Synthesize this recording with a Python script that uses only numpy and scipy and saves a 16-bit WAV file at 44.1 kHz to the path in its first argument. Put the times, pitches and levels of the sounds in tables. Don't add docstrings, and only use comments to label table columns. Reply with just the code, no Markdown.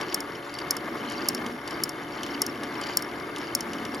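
import sys
import numpy as np
from scipy import signal
from scipy.fft import rfft, irfft
from scipy.io import wavfile
from scipy.ndimage import uniform_filter1d

SR = 44100
rng = np.random.default_rng(int(sys.argv[2]) if len(sys.argv) > 2 else 0)


def store_wav(level_fs):
    pcm = np.round(np.clip(np.atleast_2d(level_fs), -1, 1) * 32767)
    wavfile.write(sys.argv[1], SR, pcm.T.astype(np.int16))


N = 176400
T = np.arange(N) / SR

# start_s, level_db
FLAP_SNAPS = [(0.1441, -1.1), (0.7078, 0.5), (1.2864, 1), (1.8363, -1), (2.4181, 0), (2.9710, 1.8),
              (3.5502, 0)]
FLAP_REBOUNDS = [(0.2044, -11.5), (0.7672, -12), (1.3477, -8.5), (1.8927, -12), (2.4642, -9.5),
                 (3.0228, -13), (3.6070, -10)]
# pitch_hz, level_db, t60_s
FLAP_RESONANCES = [(4630, -24, 0.024), (4790, -27, .026), (5445, -14.5, 0.021), (6605, -25.5, 0.02),
                   (7170, -28.5, 0.03), (8742, -25, .022), (9238, -20, 0.018), (9830, -16, 0.014),
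                   (10270, -32, .03), (11300, -18, 0.009), (12100, -24, .012), (13000, -25, .017)]
# freq_hz, level_db
CRACK_SPECTRUM = [(500, -42), (1200, -31), (2200, -9), (3900, -30), (4600, -24), (6000, 12), (9700, 0),
                  (10500, -71), (11400, 3.5), (13000, 4), (15400, 3), (16500, 10)]

# time_s, level_db
BOOM_ENVELOPE = [(0, -58), (.7, -53), (.9, -41.5), (1.15, -42), (1.42, -38), (1.53, -38), (1.62, -54),
                 (2.18, -51), (2.3, -40.5), (2.83, -45), (3.05, -50), (3.5, -50), (3.65, -39.5), (4, -41)]
DRONE_ENVELOPE = [(0, -38.5), (.16, -37.5), (.23, -42), (.4, -42), (.5, -47.5), (.62, -39.5), (.76, -41),
                  (.96, -36.5), (1.08, -43), (1.25, -36), (1.52, -39), (1.59, -47.5), (1.77, -36),
                  (1.93, -41), (2.19, -41.5), (2.28, -38.5), (2.8, -39.5), (3.03, -40.5), (3.45, -39),
                  (4, -40.5)]
GRIND_ENVELOPE = [(0, -33.5), (.06, -39.5), (.15, -37.5), (.22, -40), (.51, -42.5), (.58, -39),
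                  (.75, -38.5), (1.0, -38), (1.22, -36.5), (1.5, -38), (1.62, -43.5), (1.71, -36.5),
                  (1.95, -41), (2.3, -38), (2.55, -40), (2.9, -37), (3.06, -40), (3.27, -39.5), (3.45, -39),
                  (4, -38.5)]
CHATTER_ENVELOPE = [(0, -42), (.13, -39), (.22, -49), (.58, -44.5), (.92, -47), (1.15, -39.5), (1.4, -44.5),
                    (1.63, -49), (1.72, -42.5), (1.95, -49), (2.3, -39.5), (2.58, -47), (2.88, -39),
                    (3.05, -47), (3.3, -47), (3.46, -40), (3.6, -47), (4, -44)]
# freq_hz, level_db
BOOM_SPECTRUM = [(30, -56.5), (190, -10), (242, 2.5), (300, -6), (500, -43.5)]
DRONE_SPECTRUM = [(30, -62.5), (55, -16.5), (100, -13.5), (170, -6.5), (260, -6.5), (315, 3), (360, 3.5),
                  (410, -4), (470, -4), (530, -21.5), (900, -41)]
GRIND_SPECTRUM = [(200, -16.5), (450, -1), (600, 1), (780, -0.5), (900, 3), (1020, 1), (1150, 5), (1250, 4),
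                  (1370, -2.5), (1550, 0.5), (1690, 2), (1900, -3.5), (2170, 0.5), (2400, -11),
                  (2700, -16.5), (3300, -13.5), (6000, -31)]
CHATTER_SPECTRUM = [(1500, -7.5), (2600, 4.5), (3100, 9), (3280, -0.5), (3850, -1), (4720, 4.5),
                    (5150, -5.5), (5480, 4), (6200, -8), (6620, -1.5), (7600, -17), (11000, -18.5),
                    (14000, -35)]

# start_s, body_db, edge_db
CATCH_HITS = [(0.011, -14, -13), (0.5401, -21, -17), (0.587, -14, -15), (1.099, -16, -14.5),
              (1.120, -20, -14), (1.463, -13, -16.5), (1.676, -15, -14.5), (1.708, -30, -15.5),
              (2.2323, -8.5, -11), (2.263, -17.5, -18), (2.634, -13, -15), (2.813, -31, -13),
              (2.867, -18, -17), (3.361, -13, -17), (3.383, -29, -13), (3.733, -11.5, -16),
              (3.851, -14.5, -15), (3.946, -20, -13)]
# freq_hz, level_db
CATCH_BODY_SPECTRUM = [(300, -50), (1200, -8), (2400, 10.5), (3050, 16.5), (3700, 14), (4700, -28),
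                       (6000, 11), (12000, -29)]
CATCH_EDGE_SPECTRUM = [(2500, -12.5), (4200, 2), (5450, 9), (6100, -9.5), (7100, 1.5), (9000, 4),
                       (13000, -13), (16000, -29)]
# pitch_hz, level_db, t60_s
GEAR_RESONANCES = [(2700, -3, .022), (3060, 1.5, 0.026), (4200, -9, .022), (4720, -3, 0.022),
                   (5440, -3, 0.033), (7100, -12, .03)]
# start_s, pitch_hz, peak_db
CLEAR_PINGS = [(.015, 5560, -35), (.354, 5430, -39.5), (1.016, 3010, -37), (1.051, 3060, -35),
               (1.076, 4220, -38), (1.369, 5450, -37), (2.185, 3060, -37), (2.344, 3010, -36),
               (2.496, 5450, -37.5), (3.045, 5450, -38), (3.786, 3010, -36)]
# centre_s, level_db
TOOTH_SQUEAKS = [(.072, -44), (0.118, -32), (.554, -31), (.590, -28), (0.619, -30), (1.182, -29),
                 (1.221, -28.5), (1.680, -30), (1.713, -37), (1.744, -32.5), (2.348, -31), (2.872, -37),
                 (2.890, -27.5), (2.927, -35), (3.479, -36), (3.953, -32)]

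# time_s, turns_per_s
SHAFT_SPEED = [(0, 143.3), (.2, 142.8), (1.6, 142.9), (2.15, 143.6), (2.5, 143.3), (2.88, 142.4),
               (3.15, 143.7), (4, 143.3)]
# shaft_multiple, level_db
WHINE_HARMONICS = [(1, -59), (2, -47.5), (3, -52.5), (4, -51), (5, -53), (8, -55.5), (10, -54), (12, -63.5),
                   (14, -59.5), (15, -55.5), (25, -61.5)]
# freq_hz, level_db
HISS_SPECTRUM = [(25, -45), (55, 2), (200, -10), (1000, -2.5), (5000, -25.5), (7500, -26), (11000, -13.5),
                 (13000, -27), (14500, -64)]

# freq_hz, side_db
GEAR_WIDTH = [(80, -14), (250, -22.5), (700, -6.5), (1400, -7.5), (2800, -7), (5500, -8.5), (10000, -108)]
# freq_hz, left_over_right_db
PORT_BALANCE = [(100, -1), (350, 0.5), (700, 1.5), (1200, 2), (1700, 3), (2300, 5.5), (3000, -1), (4000, 1),
                (5000, 4), (6000, 1.5), (7200, 1), (9000, -0.5), (14000, 0.5)]
# freq_hz, left_lead_rad
PORT_LEAD = [(20, 0), (500, .05), (1500, .5), (2500, .5), (4000, .1), (4850, .6), (5770, -.2), (6800, -.8),
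             (8250, -3.1), (10500, -5.5), (13000, -7.3), (15000, -9.4), (16500, -10.3)]


def flap():
    dull = signal.butter(1, 11500, fs=SR)
    return bend(flap_hits(FLAP_SNAPS) + signal.lfilter(*dull, flap_hits(FLAP_REBOUNDS)))


def flap_hits(rows, edge_db=-3, crack_db=4):
    impacts = clicks(*np.transpose(rows))
    modes = sum(from_db(db) * ring(impacts, hz, t60_s) for hz, db, t60_s in FLAP_RESONANCES)
    low_cut = signal.butter(10, 4600, "high", fs=SR, output="sos")
    snap = signal.sosfilt(low_cut, modes + from_db(edge_db) * impacts)
    crack = colour(burst(impacts, t60_s=.0057), CRACK_SPECTRUM)
    return snap + from_db(crack_db) * crack


def bend(x, centre_hz=5100, width_hz=950):
    r = np.exp(-np.pi * width_hz / SR)
    a = [1, -2 * r * np.cos(2 * np.pi * centre_hz / SR), r * r]
    return signal.lfilter(a[::-1], a, signal.lfilter(a[::-1], a, x))


def gears(shaft_rad):
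    boom = board(BOOM_SPECTRUM, BOOM_ENVELOPE)
    drone = board(DRONE_SPECTRUM, DRONE_ENVELOPE)
    return boom + drone + grind(shaft_rad) + chatter()


def board(spectrum, envelope):
    thumps = grains(per_s=900, spread_db=1.45)
    return even(colour(thumps, spectrum)) * from_db(in_time(envelope))


def grind(shaft_rad, cogging_depth=.15, flutter_db=1.73):
    cogging = 1 + cogging_depth * np.cos(3 * shaft_rad)
    contacts = grains(per_s=4500, spread_db=3) * cogging
    level_db = in_time(GRIND_ENVELOPE) + flutter_db * drift(28)
    return even(colour(contacts, GRIND_SPECTRUM)) * from_db(level_db)


def chatter(rub_db=-3.5, gain_db=-5.5):
    ticks = burst(grains(per_s=105, spread_db=2.6), t60_s=.014)
    rub = from_db(rub_db) * rng.standard_normal(N)
    return colour(rms_one(ticks + rub), CHATTER_SPECTRUM) * from_db(gain_db + in_time(CHATTER_ENVELOPE))


def catches(t60_s=.026):
    start_s, body_db, edge_db = np.transpose(CATCH_HITS)
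    body = colour(burst(clicks(start_s, body_db), t60_s), CATCH_BODY_SPECTRUM)
    edge = colour(burst(clicks(start_s, edge_db), t60_s), CATCH_EDGE_SPECTRUM)
    return body + edge


def pings(gain_db=-8, rise_s=.002):
    modes = sum(from_db(db) * rms_one(ring(grains(per_s=28, spread_db=2.2), hz, t60_s))
                for hz, db, t60_s in GEAR_RESONANCES)
    out = even(modes) * from_db(gain_db + in_time(CHATTER_ENVELOPE))
    for start_s, hz, db in CLEAR_PINGS:
        age = np.clip((T - start_s) / rise_s, 0, 20)
        out += from_db(db) * age * np.exp(1 - age) * np.sin(2 * np.pi * hz * (T - start_s))
    return out


def squeaks(pitch_hz=4720, pitch_spread=.015, rise_hz_per_s=19000, wobble_hz=93, width_s=.0034):
    out = np.zeros(N)
    wobble_cycles = np.cumsum(wobble_hz * drift(127)) / SR
    grip = np.abs(np.tanh(drift(250)))
    for centre_s, db in TOOTH_SQUEAKS:
        near = np.abs(T - centre_s) < 5 * width_s
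        t = T[near] - centre_s
        hz = pitch_hz * (1 + pitch_spread * rng.standard_normal())
        cycles = hz * t + rise_hz_per_s * t ** 2 / 2 + wobble_cycles[near]
        envelope = from_db(db) * grip[near] * np.exp(-(t / width_s) ** 2)
        out[near] += envelope * np.sin(2 * np.pi * cycles)
    return out


def motor(shaft_rad, flutter_db=1.2):
    out = np.zeros(N)
    for multiple, db in WHINE_HARMONICS:
        amplitude = np.sqrt(2) * from_db(db + flutter_db * drift(8.7))
        out += amplitude * np.sin(multiple * shaft_rad + rng.uniform(0, 2 * np.pi))
    return out


def background(hiss_db=-52, hum_db=-59.5, hum_hz=120.3):
    hiss = from_db(hiss_db) * colour(rng.standard_normal(N), HISS_SPECTRUM)
    hum = np.sqrt(2) * from_db(hum_db) * np.sin(2 * np.pi * hum_hz * T)
    return hiss + hum


def reverb(x, t60_s=.13):
    tail = rng.standard_normal(SR // 2) * from_db(-60 * T[:SR // 2] / t60_s)
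    return signal.fftconvolve(x, tail / np.linalg.norm(tail))[:N]


def clicks(start_s, level_db):
    out = np.zeros(N)
    out[np.round(start_s * SR).astype(int)] = from_db(level_db)
    return out


def grains(per_s, spread_db):
    sizes = from_db(spread_db * np.minimum(rng.exponential(1, N), 4))
    signs = rng.choice([-1, 1], N)
    return rms_one(sizes * signs * (rng.random(N) < per_s / SR))


def ring(x, pitch_hz, t60_s):
    r, w = from_db(-60 / (t60_s * SR)), 2 * np.pi * pitch_hz / SR
    return signal.lfilter([0, np.sin(w)], [1, -2 * r * np.cos(w), r * r], x + 1e-18)


def burst(x, t60_s):
    r = from_db(-120 / (t60_s * SR))
    power = signal.lfilter([1 - r], [1, -r], x ** 2 + 1e-18)
    return rng.standard_normal(N) * np.sqrt(power)


def colour(x, spectrum):
    gain = rms_one(from_db(per_bin(spectrum)))
    cepstrum = irfft(np.log(gain))[:N]
    cepstrum[1:] *= 2
    return irfft(rfft(x, 2 * N) * np.exp(rfft(cepstrum, 2 * N)))[:N]


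def drift(corner_hz):
    r = np.exp(-2 * np.pi * corner_hz / SR)
    return rms_one(signal.lfilter([1], [1, -2 * r, r * r], rng.standard_normal(N + SR))[SR:])


def even(x):
    return x / np.sqrt(uniform_filter1d(x ** 2, size=SR // 9) + 1e-12)


def rms_one(x):
    return x / np.sqrt(np.mean(x ** 2) + 1e-20)


def from_db(db):
    return 10 ** (np.asarray(db) / 20)


def in_time(rows):
    return np.interp(T, *np.transpose(rows))


def per_bin(rows):
    hz, value = np.transpose(rows)
    bin_hz = np.arange(N + 1) * SR / (2 * N)
    return np.interp(np.log(bin_hz + 1e-9), np.log(hz), value)


def scene(speed_wobble=.0015, room_db=-23):
    turns_per_s = in_time(SHAFT_SPEED) * (1 + speed_wobble * drift(12.8))
    shaft_rad = 2 * np.pi * np.cumsum(turns_per_s) / SR
    hits = flap() + catches() + pings() + squeaks()
    room = from_db(room_db) * np.array([reverb(hits), reverb(hits)])
    side = irfft(rfft(gears(shaft_rad), 2 * N) * from_db(per_bin(GEAR_WIDTH)))[:N]
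    mid = hits + motor(shaft_rad) + gears(shaft_rad) + background()
    return mid + room + np.array([side, -side])


def record(dry, clip_level=.85, stopband_hz=17000):
    balance = from_db(per_bin(PORT_BALANCE) / 2)
    ports = np.array([balance * np.exp(1j * per_bin(PORT_LEAD)), 1 / balance])
    heard = irfft(rfft(dry, 2 * N) * ports)[:, :N]
    top_cut = signal.cheby2(14, 70, stopband_hz, fs=SR, output="sos")
    return signal.sosfilt(top_cut, np.clip(heard, -clip_level, clip_level))


dry = scene()
out = record(dry)
store_wav(out)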